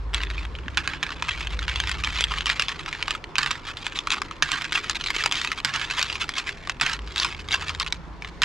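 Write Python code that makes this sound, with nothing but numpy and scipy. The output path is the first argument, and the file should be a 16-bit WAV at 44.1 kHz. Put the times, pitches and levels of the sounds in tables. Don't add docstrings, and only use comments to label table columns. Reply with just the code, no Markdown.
import sys
import numpy as np
from scipy import signal
from scipy.fft import rfft, irfft, next_fast_len
from scipy.io import wavfile

SR = 44100
rng = np.random.default_rng(int(sys.argv[2]) if len(sys.argv) > 2 else 0)


def wav_record(signal):
    frames = np.transpose(np.atleast_2d(signal))
    bounded = np.clip(frames, -1, 1)
    quanta = np.round(bounded * 32767).astype(np.int16)
    wavfile.write(sys.argv[1], SR, quanta)


def gain_from_db(level_db):
    decades = np.asarray(level_db, float) / 20
    return 10 ** decades


N = 372204


def in_time(rows):
    s, *columns = np.transpose(rows)
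    return [np.interp(np.arange(N) / SR, s, column) for column in columns]


def at_hz(points, hz):
    point_hz, value = np.transpose(points)
    return np.interp(np.log(hz), np.log(point_hz), value)


def rms_one(x):
    return x / np.sqrt(np.mean(x ** 2) + 1e-20)


def drift(rate_hz):
    r = np.exp(-80 * np.pi * rate_hz / SR)
    slow = signal.lfilter([1], [1, -2 * r, r * r], rng.standard_normal(N // 40 + 2002))[2000:]
    return np.interp(np.arange(N) / 40, np.arange(len(slow)), rms_one(slow))


def ring(clicks, hz, t60):
    r, w = gain_from_db(-60 / (t60 * SR)), 2 * np.pi * hz / SR
    return signal.lfilter([np.sin(w)], [1, -2 * r * np.cos(w), r * r], clicks + 1e-18)


# start in seconds, relative level in dB, favoured pitch in Hz.
BEAD_KNOCKS = [(0.1336, -19.5, 1580), (0.139, -10.5, 2720), (0.1452, -3.5, 1880), (0.1707, -21, 2500),
               (0.2043, -16, 1030), (0.235, -12, 2220), (0.2697, -21, 1600), (0.3018, -15, 1870),
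               (0.3119, -22, 1730), (0.3805, -17, 2500), (0.3905, -34, 2270), (0.452, -18.5, 1900),
               (0.552, -19, 3000), (0.5873, -21, 1630), (.635, -32, 2500), (.66, -30, 1600),
               (0.682, -15, 1642), (.7, -42, 2500), (.745, -32, 3000), (0.8757, -6.5, 1600),
               (0.9353, -12.5, 2360), (1.029, -7.5, 1610), (1.0337, -8.5, 1620), (1.0657, -15.5, 1486),
               (1.0917, -18, 1582), (1.105, -14.5, 1500), (1.1604, -31, 1210), (1.2239, -8, 1230),
               (1.2848, -13, 1153), (1.2912, -8, 2450), (1.3103, -13.5, 3220), (1.3165, -14, 3150),
               (1.3355, -18, 2188), (1.4715, -12.5, 3210), (1.535, -25, 2350), (1.5912, -11.5, 3770),
               (1.6205, -20, 1263), (1.6282, -16, 3244), (1.681, -10, 2930), (1.6902, -12, 3150),
               (1.6956, -10.5, 2380), (1.7303, -34, 2380), (1.759, -9, 3530), (1.8014, -7, 3500),
               (1.838, -12.5, 1940), (1.873, -10, 2500), (1.894, -8.5, 2658), (1.9146, -7, 3450),
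               (1.9433, -17, 1366), (2.0377, -8, 2340), (2.0463, -6, 3350), (2.0728, -10, 2310),
               (2.1043, -15.5, 3370), (2.2078, -2.5, 3500), (2.24, -3.5, 3370), (2.3098, -18, 1310),
               (2.318, -11, 1280), (2.3385, -12, 1700), (2.3843, -9.5, 3078), (2.4078, -9, 2952),
               (2.4584, -7, 3230), (2.4675, -5, 2915), (2.4995, -3, 2014), (2.5962, -1.5, 2871),
               (2.6217, -5, 2918), (2.6837, -8.5, 3370), (2.6915, -12, 1110), (2.861, -12.5, 1360),
               (2.8799, -14.5, 1182), (2.928, -12, 2350), (2.9497, -16, 1605), (3.0265, -7, 3040),
               (3.081, -7.5, 1250), (3.1076, -5.5, 2708), (3.1507, -12.5, 1252), (3.2415, -16.5, 3070),
               (3.3557, -8.5, 2453), (3.3652, -14, 2520), (3.4275, -19, 2604), (3.431, -5, 1522),
               (3.4613, -6, 1630), (3.473, -12.5, 1630), (3.508, -10, 2500), (3.512, -5.5, 1510),
               (3.5548, -19, 1377), (3.7707, -14.5, 3613), (3.8663, -7.5, 2367), (3.9225, -16, 2900),
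               (3.9573, -18, 3905), (3.9893, -8, 3533), (4.072, -9, 1250), (4.0859, -27, 1880),
               (4.1043, -6, 1384), (4.1167, -8, 3377), (4.1225, -5, 3200), (4.13, -14, 2500),
               (4.135, -9, 1312), (4.169, -15, 1250), (4.1818, -16.5, 1240), (4.218, -7, 1250),
               (4.3113, -14.5, 1242), (4.3222, -27, 2630), (4.4908, -17.5, 1425), (4.5177, -3.5, 2670),
               (4.6124, -14.5, 1646), (4.62, -11.5, 5500), (4.6436, -11.5, 1626), (4.6516, -13.5, 2536),
               (4.7225, -6.5, 3574), (4.7283, -8, 2264), (4.7585, -22, 2300), (4.81, -28, 2131),
               (4.8969, -2, 1817), (4.91, -11, 3615), (5.011, -11.5, 2982), (5.0399, -13, 3919),
               (5.0617, -9.5, 2432), (5.0704, -9, 3920), (5.0844, -14, 2313), (5.104, -6.5, 2240),
               (5.1467, -19.5, 2276), (5.1642, -6, 2230), (5.184, -14, 1997), (5.2124, -17.5, 2043),
               (5.2381, -5.5, 2334), (5.2601, -2, 2807), (5.313, -11.5, 3460), (5.3231, -3.5, 2680),
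               (5.3542, -11, 3232), (5.4155, -8.5, 3570), (5.4476, -8.5, 2380), (5.4738, -11.5, 2800),
               (5.5173, -5.5, 2080), (5.6016, -14, 1117), (5.7393, -9, 1856), (5.7599, -6.5, 1633),
               (5.7967, -14, 3100), (5.8148, -14, 1674), (5.9015, -12, 2500), (5.9101, -10, 2702),
               (5.9386, -19, 1703), (5.9936, -3.5, 2500), (6.014, -9, 2450), (6.0276, -1.5, 2820),
               (6.1, -12.5, 2570), (6.1198, -19, 4190), (6.1268, -13, 4640), (6.1553, -11.5, 2890),
               (6.292, -9.5, 2282), (6.3383, -19.5, 3450), (6.3688, -13, 1124), (6.3826, -6.5, 3540),
               (6.397, -16, 1560), (6.4703, -19, 2175), (6.4915, -10, 1990), (6.6734, -13, 1170),
               (6.6964, -6, 2027), (6.799, -14, 1216), (6.8345, -12, 4227), (6.864, -8, 2847),
               (6.8965, -8.5, 1637), (6.9315, -9, 2900), (6.9345, -10, 1635), (6.9913, -19.5, 1270),
               (7.075, -23.5, 4010), (7.16, -9, 1439), (7.1727, -14.5, 3260), (7.1802, -7, 3902),
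               (7.19, -13, 3810), (7.1996, -4, 4480), (7.2324, -8.5, 3360), (7.247, -6, 1134),
               (7.3256, -19.5, 2300), (7.3476, -21, 2316), (7.3935, -24.5, 4140), (7.4867, -11, 2233),
               (7.509, -11.5, 2622), (7.5177, -10, 3750), (7.5256, -7.5, 2270), (7.5323, -10, 2250),
               (7.5434, -5.5, 1278), (7.6296, -21, 1240), (7.6825, -10, 3803), (7.694, -10.5, 1169),
               (7.749, -13.5, 3828), (7.799, -5.5, 4114), (7.8025, -12, 3614), (7.81, -11, 1295),
               (7.8197, -12.5, 4190), (7.831, -18, 4085), (7.8635, -11.5, 3430), (7.8708, -17, 3530),
               (7.9246, -4, 3813), (8.2224, -19, 2273), (8.2473, -16.5, 2042), (8.4335, -3, 2677)]
# start in seconds, relative level in dB,
# how long they roll on in seconds, rattle level in dB, seconds for that rattle to fade 20 dB.
BEAD_DROPS = [(0.7725, -1, 0.33, -33, 0.17), (3.383, -0.5, 0.22, -36.5, 0.65), (4.424, 0.5, .24, -32, .5),
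              (5.648, -2, .2, -34.5, 1.2), (6.812, -2.5, .14, -27.5, 0.5), (8.419, -3, 0.021, -28.5, 3)]
REBOUND_S, REBOUND_DB, FLOOR_HZ = 0.0053, -5.5, 1600


def hits():
    landings = []
    for s, db, *_ in BEAD_DROPS:
        landings += [(s, db, FLOOR_HZ), (s + REBOUND_S, db + REBOUND_DB, FLOOR_HZ)]
    return np.transpose(sorted(BEAD_KNOCKS + landings))


def dropping():
    s = np.arange(N) / SR
    spans = [(s > start - 0.01) & (s < start + roll) for start, _, roll, *_ in BEAD_DROPS]
    return np.any(spans, axis=0)


def knocks():
    s, db, pitch = hits()
    treble_db = -9.5 + 0.57 * db + 0.85 * rng.standard_normal(len(s))
    return np.round(s * SR).astype(int), db - 3.5, pitch, np.full(len(s), 8.5), treble_db


# moment when the slide is loudest in seconds,
# rattle level at that moment in dB, seconds to fade 20 dB (0.005 at least).
BEAD_SLIDES = [(.15, -36, 0.41), (.205, -32.5, 0.22), (.305, -34, 0), (0.381, -36, 0.15),
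               (0.891, -33.5, 0.13), (1.037, -37, 0.05), (1.294, -22.5, -0.2), (1.693, -33.5, 0.43),
               (2.05, -29.5, .5), (2.323, -35, 0.1), (2.472, -26, 0.19), (2.694, -29, 0.12),
               (2.795, -30, 0.08), (2.89, -28, -0.02), (3.777, -38, 0.74), (4.12, -23, -0.23),
               (4.526, -30, 0.26), (4.736, -24, 0.21), (5.329, -29, 0.3), (5.693, -31.5, 1.02),
               (6.214, -29.5, 0.08), (7.155, -30, 0.35), (7.54, -19, 0.04), (7.812, -26.5, -0.11)]
# moment when the push is loudest in seconds,
# rattle level at that moment in dB, seconds to build 20 dB (0.005 at least).
FINGER_PUSHES = [(1.415, -32.5, 0.67), (1.928, -33.5, 0.84), (2.234, -29, 0.54), (2.616, -33.5, 1.39),
                 (3.144, -36, 0.86), (3.51, -28, 0.1), (3.711, -34, 0.1), (3.963, -30, 0.04),
                 (4.81, -31, 0.29), (4.96, -30, 0.06), (5.25, -30.5, 0.51), (5.59, -33, 0.33),
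                 (6.01, -25.5, 0.24), (6.38, -28, 0.11), (6.49, -31, 0.06), (7.245, -26.5, 0.19),
                 (7.406, -36.5, 0.16), (7.71, -33, 0.3), (8.274, -37.5, -0.07)]
SLIP_S, STOP_S, REST_DB = 0.025, 0.04, -63.5


def stirring():
    t, out = np.arange(N) / SR, np.full(N, float(REST_DB))
    moves = [(s, db, SLIP_S, fade, np.inf) for s, db, fade in BEAD_SLIDES]
    moves += [(s, db, build, STOP_S, np.inf) for s, db, build in FINGER_PUSHES]
    moves += [(s + REBOUND_S, db, REBOUND_S, fade, s + roll) for s, _, roll, db, fade in BEAD_DROPS]
    for s, db, rise, fall, end in moves:
        slope = np.maximum((s - t) / max(rise, 0.005), (t - s) / max(fall, 0.005))
        slope = slope + np.maximum(t - end, 0) / STOP_S
        out = np.maximum(out, db - 20 * slope)
    return out


def rattle(per_s, shaken_db, settle_s):
    s, db, pitch = hits()
    jolts = np.zeros(N)
    jolts[np.round(s * SR).astype(int)] = gain_from_db(db + shaken_db)
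    shaken = signal.lfilter([1], [1, -np.exp(-1 / (settle_s * SR))], jolts)
    stirred = gain_from_db(stirring() + 4.0 * drift(25.0))
    in_drop = dropping()
    rolling = np.where(in_drop, 3.0, 1) * (stirred / gain_from_db(-40)) ** 0.55
    at = np.flatnonzero(rng.random(N) < rolling * per_s / SR)
    size_db = 3.32 * np.minimum(rng.exponential(1, len(at)), 2.4)
    level_db = 10 * np.log10((stirred ** 2 + shaken ** 2) / rolling)[at] + size_db + 1.43
    last = np.maximum(np.searchsorted(s, at / SR) - 1, 0)
    near_pitch = pitch[last] * (1 + 0.11 * rng.standard_normal(len(at)))
    pitch = np.where(in_drop[at], FLOOR_HZ, near_pitch)
    favour_db = np.where(in_drop[at], 9.0, 4.0)
    treble_db = -16 + 1.0 * rng.standard_normal(len(at))
    return at, level_db, pitch, favour_db, treble_db


# frequency in Hz, relative level in dB, t60 in seconds.
HEAP_RESONANCES = [(1014, -11.5, 0.017), (1250, -5.5, 0.011), (1633, -7.5, 0.0092), (1988, -3, 0.0056),
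                   (2500, -2, 0.0083), (3147, -2, 0.0069), (3803, -2.5, 0.0063), (4660, -3, 0.0057),
                   (5660, -6, 0.0048), (6965, -5.5, 0.0047), (8460, -18.5, 0.012), (10440, -21, 0.0086),
                   (12150, -27.5, 0.0067)]
# time in seconds, treble in dB before weighting.
CONTACT_TREBLE = [(0, -6.5), (2.6, -5), (4.3, -3), (5.5, -3.2), (8.3, -3)]


def strike(at, level_db, pitch, favour_db, treble_db, pan_db, detune, scatter_db):
    out = np.zeros((2, N))
    hz, db, t60 = np.transpose(HEAP_RESONANCES)[:, :, None]
    strength, sign, tuning, beam = rng.random((len(at), len(hz), 4)).T
    octaves = np.log2(hz / pitch)
    favoured = favour_db * np.exp(-(octaves / 0.13) ** 2) + 3.14 * octaves.clip(-1.5, 0)
    hardness = 1.38 * (treble_db + 15.5 + in_time(CONTACT_TREBLE)[0][at])
    hard = hardness * np.clip(np.log2(hz / 3000), 0, 1)
    shares = gain_from_db(db + favoured + hard + scatter_db * (2 * strength - 1))
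    sizes = gain_from_db(level_db) * np.sign(sign - 0.5) * shares / np.sqrt(np.sum(shares ** 2, axis=0))
    aim_db = pan_db * (hz < 8000) + (1.7 + 12.5 * (hz / 10000) ** 2) * (2 * beam - 1)
    asked = np.round((pitch / hz - 1) / detune)
    steps = np.where(abs(asked) <= 2, asked, np.floor(5 * tuning) - 2)
    for m in range(len(hz)):
        sides = sizes[m] * gain_from_db(np.outer([0.5, -0.5], aim_db[m]))
        for step in range(-2, 3):
            mine = steps[m] == step
            clicks = np.zeros((2, N))
            np.add.at(clicks, (slice(None), at[mine]), sides[:, mine])
            out += ring(clicks, hz[m, 0] * (1 + detune * step), t60[m, 0])
    return out


def basket_echoes(x, echo_db, hold_s, t60):
    size, out = SR // 40, x.copy()
    s = np.arange(size) / SR
    envelope = gain_from_db(-60 * np.maximum(s - hold_s, 0) / t60) * (s > 0.0003)
    for start in range(0, N, size):
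        spray = rng.standard_normal(size) + 0.17 * rng.standard_normal((2, size))
        spray = spray * envelope
        spray = gain_from_db(echo_db) * spray / np.sqrt(np.sum(spray ** 2, axis=1, keepdims=True))
        echoes = signal.fftconvolve(x[:, start:start + size], spray, axes=1)[:, :N - start]
        out[:, start:start + echoes.shape[1]] += echoes
    return out


def radiate(beads):
    beads = signal.sosfilt(signal.butter(4, 863, "high", fs=SR, output="sos"), beads)
    return signal.sosfilt(signal.butter(2, 7850, fs=SR, output="sos"), beads)


# frequency in Hz, lag in radians.
PORT_LAG = [(1000, 0), (2800, 0.7), (5000, 0.45), (9000, 0)]


def reach_microphones(beads):
    lag = at_hz(PORT_LAG, np.arange(1, N // 2 + 2) * SR / N)
    return irfft(rfft(beads) * np.exp(np.outer([-0.5j, 0.5j], lag)), N)


# frequency in Hz, relative level in dB, t60 in seconds.
TABLE_RESONANCES = [(141.6, -38.5, 0.32), (226, -37.5, 0.076)]


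def table_thumps(rise_s):
    s, db, _ = hits()
    at, pushes = np.round(s * SR).astype(int), np.zeros(N)
    pushes[at] = gain_from_db(db) * dropping()[at]
    r = np.exp(-1 / (rise_s * SR))
    pushes = signal.lfilter([1 - r], [1, -r], pushes)
    return sum(gain_from_db(db) * ring(pushes, hz, t60) for hz, db, t60 in TABLE_RESONANCES) * gain_from_db([[-4], [3]])


# start in seconds, level in dB, frequency in Hz.
HEAVY_BLOWS = [(0.666, -27.5, 267.5), (2.208, -27, 525), (2.597, -28, 561), (5.164, -28, 381.6),
               (5.26, -25.5, 580), (5.994, -27.5, 599.5), (6.835, -33, 265)]


def thumps():
    return sum(ring(gain_from_db(db) * (np.arange(N) == int(s * SR)), hz, 7.8 / hz) for s, db, hz in HEAVY_BLOWS)


def room(x, t60, wall_cut_hz):
    out, size = np.zeros((2, N)), next_fast_len(N + SR)
    turn = np.exp(-2j * np.pi * np.arange(size // 2 + 1) / size)
    dull, spectrum = np.exp(-2 * np.pi * wall_cut_hz / SR), rfft(x, size)
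    wall = (1 - dull) / (1 - dull * turn)
    lags = (rng.uniform(0.006, 0.03, (2, 6)) * SR).astype(int)
    for side in range(2):
        loops = [gain_from_db(-60 * lag / SR / t60) * wall * turn ** lag for lag in lags[side]]
        response = sum((-1) ** k * loop / (1 - loop) for k, loop in enumerate(loops))
        out[side] = irfft(spectrum * response, size)[:N]
    return out


# time in seconds, fourth order in Hz, rms of the fourth order in dB, of the fifth in dB.
ENGINE_DRONE = [(0.0, 50.9, -32, -39.5), (0.4, 51.6, -31.5, -40.5), (0.8, 52.9, -56, -38),
                (1.0, 51.7, -61, -53.5), (1.2, 50.6, -56, -44.5), (1.55, 51.7, -30.5, -40),
                (1.8, 52.6, -39.5, -35), (2.35, 51.5, -35, -44), (2.75, 49.1, -62, -57.5),
                (6.8, 49.3, -76, -55.5), (6.95, 52.7, -41, -54), (7.05, 52.6, -34, -46),
                (7.2, 51.4, -57, -46), (7.35, 49.9, -43, -53), (7.6, 48.9, -58, -49),
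                (7.85, 51.4, -48, -57), (8.05, 52.8, -42, -59), (8.4, 55.5, -45.5, -64.5)]
# time in seconds, reference level of the orders from the eleventh up in dB.
ENGINE_GROWL = [(0, -53), (.8, -48), (1.1, -51.5), (1.6, -46.5), (2.9, -50.5), (3.3, -56.5), (6.9, -57),
                (7.6, -49.5)]
WEAK_ORDERS_DB = {2: -30, 7: -11.5, 8: -15, 9: -16, 11: -6.5, 12: -6, 13: -3}
# time in seconds, frequency in Hz, rms in dB.
HIGH_HUM = [(7.35, 82.66, -50), (7.5, 83.75, -44), (7.75, 82.8, -43.5), (7.9, 81.4, -57)]


def drone():
    hz, fourth_db, fifth_db = in_time(ENGINE_DRONE)
    turns = 2 * np.pi * np.cumsum(hz / 4) / SR
    out = gain_from_db(fourth_db) * np.sin(4 * turns) + gain_from_db(fifth_db) * np.sin(5 * turns)
    growl_db = in_time(ENGINE_GROWL)[0] + [[-2.5], [1.5]]
    for multiple, db in WEAK_ORDERS_DB.items():
        phase = rng.uniform(0, 2 * np.pi) + multiple * np.array([[0.06], [-0.06]])
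        against_db = growl_db if multiple > 10 else fifth_db
        out = out + gain_from_db(against_db + db + 2.4 * drift(11.0)) * np.sin(multiple * turns + phase)
    (first_s, first_hz, _), (last_s, last_hz, _) = HIGH_HUM[0], HIGH_HUM[-1]
    hum_hz, hum_db = in_time([(first_s - 0.2, first_hz, -80), *HIGH_HUM, (last_s + 0.16, last_hz, -80)])
    hum = gain_from_db(hum_db) * np.sin(2 * np.pi * np.cumsum(hum_hz) / SR)
    return np.sqrt(2) * (out + hum)


# frequency in Hz, relative level in dB per Hz.
NOISE_SPECTRUM = [(13, -30), (22, 2.5), (92, -6), (186, -13.5), (346, -9.5), (594, -18), (915, -18.5),
                  (1080, -10.5), (1300, -18), (1850, -21), (2800, -29), (5590, -36), (14000, -74)]
# frequency in Hz, left-right correlation.
NOISE_LIKENESS = [(60, 0.88), (140, 0.98), (290, 0.96), (1000, 0.62), (10000, 0.29)]


def room_noise(level_db, patchy_db):
    out, edges = 0, 22 * 2 ** (np.arange(29) / 3)
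    white = rng.standard_normal((2, 2, N + SR // 2))
    for k, (low, high) in enumerate(zip(edges, edges[1:])):
        band = signal.butter(2, [low, high], "band", fs=SR, output="sos")
        mid, side = signal.sosfilt(band, white[k % 2])[:, -N:]
        hz = np.sqrt(low * high)
        alike = np.clip(at_hz(NOISE_LIKENESS, hz), -1, 1)
        gain = gain_from_db(at_hz(NOISE_SPECTRUM, hz) + patchy_db * drift(4.2))
        out = out + gain * (np.sqrt(1 + alike) * mid + np.sqrt(1 - alike) * side * [[1], [-1]])
    return gain_from_db(level_db) * rms_one(out)


def scene():
    contacts = zip(knocks(), rattle(per_s=480, shaken_db=-26, settle_s=0.019))
    at, *character = [np.concatenate(pair) for pair in contacts]
    pan_db = np.where(dropping()[at], -3.0, -0.6)
    beads = strike(at, *character, pan_db, detune=0.044, scatter_db=3.5)
    beads = basket_echoes(beads, echo_db=-3.5, hold_s=0.0024, t60=0.015)
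    beads = reach_microphones(radiate(beads))
    near = beads + table_thumps(rise_s=0.00052) + thumps()
    echo = gain_from_db(-19) * room(beads.mean(axis=0), t60=0.065, wall_cut_hz=29000)
    return near + echo + room_noise(level_db=-43.5, patchy_db=2.0) + drone()


def roll_off(x):
    return signal.sosfilt(signal.butter(12, 16150, fs=SR, output="sos"), x)


def record(dry):
    mix = 1.528 * np.tanh(dry / 1.276)
    return roll_off(mix)


dry = scene()
out = record(dry)
wav_record(out)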